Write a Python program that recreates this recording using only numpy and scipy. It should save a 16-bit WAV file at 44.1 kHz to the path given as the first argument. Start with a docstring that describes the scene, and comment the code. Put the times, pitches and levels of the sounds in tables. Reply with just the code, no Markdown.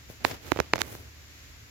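"""Handling a camera in a palm grove

Dull, dry thuds sound right at the microphones of a hand-held camera, most likely from fingers
shifting their grip: they rub over the case, catch and bump it, mainly on the right.
Behind them lie a faint hiss of leaves and a low, wavering hum like a far engine."""
import sys
import numpy as np
from scipy.fft import rfft, irfft, next_fast_len
from scipy.io import wavfile
from scipy.ndimage import map_coordinates

SR = 44100
rng = np.random.default_rng(int(sys.argv[2]) if len(sys.argv) > 2 else 0)


def persist_wave(psi):
    """Save psi, clipped to +-1, as 16-bit WAV."""
    counts = np.round(np.clip(psi, -1, 1) * 32767).astype(np.int16)
    wavfile.write(sys.argv[1], SR, np.atleast_2d(counts).T)


N = 74970

# Tone of the grove's rumble and leaf hiss: f/Hz, relative level/dB
AIR_TONE = [(15, -76), (25, -24), (48, -5.5), (59, -5), (80, -9), (120, -7), (185, -22.5), (242, -17),
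            (285, -20), (863, -27.5), (1400, -23), (2000, -19.5), (3160, -24.5), (7310, -25), (8140, -43.5),
            (13600, -32), (16000, -43)]
# Which side that sound leans to: f/Hz, left over right/dB
AIR_LEAN = [(60, -3.5), (500, 2), (3000, 0.5), (7000, 0.5), (10000, 6.5), (15000, 2.5)]
# How alike left and right are: f/Hz, likeness (1 = the same, 0 = unrelated)
STEREO_LIKENESS = [(60, 0.83), (180, 0.69), (550, 0.39), (1650, -0.078), (4970, -0.14), (15000, 0.21)]
# The tones of the hum: f/Hz, level/dB
HUM_TONES = [(75.2, -55.5), (112, -60.5), (294, -73)]
# Finger strokes: three times t/s (earliest = start, middle = strongest, latest = end), level/dB,
# left over right/dB, then relative to the stroke: drag/dB, left hiss/dB, right hiss/dB
FINGER_STROKES = [(0.081, 0.098, 0.2, -57.5, 4.5, 3, 0.5, -18),
                  (0.192, 0.266, 0.22, -51.5, -4, 5.5, -14, -36),
                  (0.239, 0.249, 0.38, -36, 0, -5.5, -3, -22.5),
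                  (0.302, 0.303, 0.43, -46, -0.5, 1.5, -16, -52),
                  (0.395, 0.475, 0.67, -43.5, -8, 0.5, 1.5, -17),
                  (0.517, 0.594, 0.8, -49.5, -3, 1, -20, -16), (0.735, 0.773, 0.77, -40, -0.5, 3, -9, -17),
                  (0.776, 0.818, .818, -31, -11, -3, -17, -7), (0.82, 0.832, 0.933, -49, -11, 9, -10, -0.5),
                  (0.835, 0.923, 1.006, -48, -0.5, 1, 2, -0.5),
                  (0.94, 1.003, 1.142, -63, 1.5, 11.5, 0, 4.5)]
# Skin sliding on the case, its low drag and its fine hiss, each: f/Hz, relative level/dB
RUB_TONE = [(100, -6), (500, 5), (1200, -2), (2300, -1.5), (3300, -4.5), (5000, -6.5), (7200, -11.5),
            (8400, -33), (16000, -40)]
DRAG_TONE = [(40, -12), (100, 6.5), (180, -7.5), (300, -3), (500, -8.5), (900, -16), (2500, -16),
             (16000, -72)]
HISS_TONE = [(500, -62), (6500, 2), (8500, -3.5), (12000, 3), (15500, 3.5), (17000, -28)]
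# Bumps on the case: t/s, knock level/dB, left over right/dB, dull above f/Hz, ring f/Hz,
# left thump/dB, right thump/dB, left tick/dB, right tick/dB, scuff relative to knock level/dB
FINGER_BUMPS = [(.1, -3, 4, 370, 410, 2, 2, -29, -22.5, -64),
                (0.2496, 22.5, -13, 2778, 900, 13, -1.5, -35, -32, -26),
                (0.3145, -6.5, 3.5, 1490, 442, 2, -8, -17, -30, -16.5),
                (0.5193, 25, -21.5, 1490, 270, -2, 24.5, -43, -4.5, -39),
                (0.5618, 10, -8.5, 770, 595, -5, 7, -39, -34, -34),
                (0.573, 5, -14, 2200, 560, 9, -7, -42, -18, -34),
                (.590, 19, -19.5, 930, 358, -15, 12.5, -46, -29, -37.5),
                (0.6019, 20.5, -17, 1940, 384, 17.5, 22, -22, -0.5, -26),
                (0.7356, 11, -8.5, 6000, 2060, 12, 9, -32, -28, -31.5),
                (.736, 19.5, -0.5, 2660, 960, 22, 8.5, -41, -12, -38.5),
                (0.758, 10.5, -14.5, 1560, 627, 11, 7, -15, -5.5, -39),
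                (.782, 8.5, -36, 910, 376, 1, 8, -43, -39, -23),
                (0.7915, 4.5, -10, 1080, 345, 2, 6, -38, -21, -24.5),
                (0.8089, 2, -15, 6000, 326, -10, -5, -21, -13, -16),
                (0.8171, 14.5, -34, 12100, 1610, 8.5, -8, -40, -1, -40),
                (.927, -4.5, -1.5, 694, 480, -23, -5, -40, -35, -36),
                (0.9518, -5.5, -3.5, 1860, 686, 3.5, -7, -42, -18, -31)]
# The knock of the case when it is bumped: f/Hz, relative level/dB
KNOCK_TONE = [(30, -46), (70, -8), (130, -23), (230, -7.5), (400, -1.5), (600, -2.5), (780, -5), (980, -3),
              (1350, -3.5), (2100, -2.5), (3200, -5.5), (4000, -2), (5300, -7.5), (6900, -5), (8300, -19),
              (16000, -31)]
# The thump of the whole camera nudged in the hand: f/Hz, relative level/dB
THUMP_TONE = [(30, -24), (70, -3.5), (120, -0.5), (260, -5.5), (500, -9.5), (1500, -64), (16000, -100)]
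# The sharp tick of a catching finger: f/Hz, relative level/dB
TICK_TONE = [(100, -40), (3000, -9), (6500, 4), (8600, -16.5), (12000, -1.5), (16000, -17)]

AIR_DB, LEAVES_ABOVE_HZ = -51.5, 1200
BREEZE_AT_S, BREEZE_WIDTH_S, BREEZE_DB = 1.4, .14, 2
HUM_WAVER_DB, HUM_DRIFT_RADIANS, HUM_WAVERS_PER_S = 2, .6, 20
GRAIN_DB, GRAINS_PER_S, SWELL_STEEPNESS = 2.45, 600, 1.276
RING_DB, RING_WIDTH_OCTAVES = 5, .45
TRAVEL_S, LEFT_LAG_S = .00033, .00004  # time through the case at 1 kHz; extra time to the left side
SHAKE_DB, SHAKE_BELOW_HZ, SHAKE_FADE_S = -5, 600, .028  # the fade is the time to drop by 60 dB
SCUFF_RISE_S = .0015
LOW_CUT_HZ, HIGH_CUT_HZ = 36, 16200


def amp(db):
    """Turn decibels into a factor to multiply a sound by."""
    return 10 ** (np.asarray(db) / 20)


def unit(x):
    """Scale a signal to an average strength (rms) of 1."""
    return x / np.sqrt(np.mean(x ** 2) + 1e-20)


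def along(points, hz):
    """Read between the rows of a frequency table, giving each octave equal room."""
    freqs, values = np.transpose(points)
    return np.interp(np.log(hz + 1), np.log(freqs + 1), values)


def wobble(rate):
    """A smooth curve through `rate` random values a second."""
    return map_coordinates(rng.standard_normal(N), [np.arange(N) * rate / SR + 2])


def filtered(x, response):
    """Turn each frequency up or down by the factor response(hz)."""
    length = x.shape[-1]
    padded = next_fast_len(length + SR // 4)
    return irfft(rfft(x, padded) * response(np.fft.rfftfreq(padded, 1 / SR)), padded)[..., :length]


def noise(tone, likeness=((100, 0),)):
    """Stereo noise with the given tone, made of a shared part (mid) and an opposed part (side)."""
    def response(hz):
        angle = np.arccos(np.clip(along(likeness, hz), -1, 1)) / 2
        return amp(along(tone, hz)) * [np.cos(angle), np.sin(angle)]
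    mid, side = filtered(rng.standard_normal((2, N)), response)
    return unit(np.array([mid + side, mid - side]))


def struck(gain):
    """The spectrum of a pulse with this tone that starts at once and rings after (minimum phase)."""
    cepstrum = irfft(np.log(gain + 1e-6))
    half = len(cepstrum) // 2
    cepstrum[1:half] *= 2
    cepstrum[half + 1:] = 0
    return np.exp(rfft(cepstrum))


def grove():
    """A soft rumble and the hiss of leaves, which swells once in a light breeze."""
    t = np.arange(N) / SR
    air = noise(AIR_TONE, STEREO_LIKENESS)
    air = filtered(air, lambda hz: amp(along(AIR_LEAN, hz) * np.array([[.5], [-.5]])))
    leaves = filtered(air, lambda hz: hz ** 2 / (hz ** 2 + LEAVES_ABOVE_HZ ** 2))
    breeze = amp(BREEZE_DB * np.exp(-((t - BREEZE_AT_S) / BREEZE_WIDTH_S) ** 2))
    return amp(AIR_DB) * (air + (breeze - 1) * leaves)


def hum():
    """Three low tones waver in loudness and pitch, like a far engine."""
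    out, t = np.zeros(N), np.arange(N) / SR
    for hz, db in HUM_TONES:
        strength = np.sqrt(2) * amp(db + HUM_WAVER_DB * wobble(HUM_WAVERS_PER_S))
        drift = HUM_DRIFT_RADIANS * wobble(HUM_WAVERS_PER_S)
        out += strength * np.sin(2 * np.pi * hz * t + drift)
    return out


def rubbing():
    """Skin slides over the case in grainy strokes that swell and fade, with low drag and fine hiss."""
    out, t = np.zeros((2, N)), np.arange(N) / SR
    grain = unit(amp(GRAIN_DB * wobble(GRAINS_PER_S)))
    rub, drag, hiss = noise(RUB_TONE), noise(DRAG_TONE, STEREO_LIKENESS), noise(HISS_TONE)
    for *times, db, left_db, drag_db, hiss_left_db, hiss_right_db in FINGER_STROKES:
        pressure = np.interp(t, np.sort(times), [0, 1, 0]) ** SWELL_STEEPNESS
        slide = grain * (rub + amp([[hiss_left_db], [hiss_right_db]]) * hiss)
        out += amp([[db + left_db], [db]]) * pressure * (slide + amp(drag_db) * drag)
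    return out


def bumps(size=8192):
    """Fingers bump the case: a short rising scuff, one quickly dying pulse, then a brief low shake."""
    out = np.zeros((2, N + size))
    hz = np.fft.rfftfreq(size, 1 / SR)
    lead = size // 8  # samples of room for the scuff before the hit
    t = (np.arange(size) - lead) / SR
    # The case bends, and carries the treble to the microphones ahead of the bass.
    bending = np.exp(-4j * np.pi * TRAVEL_S * np.sqrt(1000 * hz))
    mic_delay = np.exp(-2j * np.pi * hz * (lead / SR + np.array([[LEFT_LAG_S], [0]])))
    shake_fade = (t > 0) * amp(-60 * abs(t) / SHAKE_FADE_S)
    shake_fade /= np.linalg.norm(shake_fade)
    shake_tone = struck(1 / np.hypot(1, (hz / SHAKE_BELOW_HZ) ** 3))
    scuff_rise = (t < 0) * np.exp(-abs(t) / SCUFF_RISE_S)
    for (at_s, db, left_db, dull_hz, ring_hz,
         thump_left_db, thump_right_db, tick_left_db, tick_right_db, scuff_db) in FINGER_BUMPS:
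        strength = amp([[db + left_db], [db]])
        ring_db = RING_DB * np.exp(-(np.log2((hz + 1) / ring_hz) / RING_WIDTH_OCTAVES) ** 2)
        knock = strength * amp(along(KNOCK_TONE, hz) + ring_db) / np.hypot(1, (hz / dull_hz) ** 2)
        thump = amp([[thump_left_db], [thump_right_db]]) * amp(along(THUMP_TONE, hz))
        tick = amp([[tick_left_db], [tick_right_db]]) * amp(along(TICK_TONE, hz))
        pulse = np.array([struck(gain) for gain in np.sqrt(knock ** 2 + thump ** 2 + tick ** 2)])
        shake_noise, scuff_noise = rng.standard_normal((2, 2, size))
        shake = amp(SHAKE_DB) * rfft(shake_noise * shake_fade) * shake_tone
        scuff = strength * rfft(scuff_noise * scuff_rise) * amp(scuff_db + along(RUB_TONE, hz))
        start = round(at_s * SR) - lead
        out[:, start:start + size] += irfft(pulse * (bending * mic_delay + shake) + scuff)
    return out[:, :N]


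def scene():
    """Close bumps and rubbing over the quiet grove and the far hum."""
    return bumps() + rubbing() + grove() + hum()


def record(dry):
    """The camera rounds off loud peaks, then cuts the deepest rumble and the highest treble."""
    rounded = dry / (1 + dry ** 8) ** (1 / 8)
    thinned = filtered(rounded, lambda hz: 1 / np.hypot(1, (LOW_CUT_HZ / (hz + 1)) ** 4))
    return filtered(thinned, lambda hz: 1 / np.hypot(1, (hz / HIGH_CUT_HZ) ** 80))


dry = scene()
out = record(dry)
persist_wave(out)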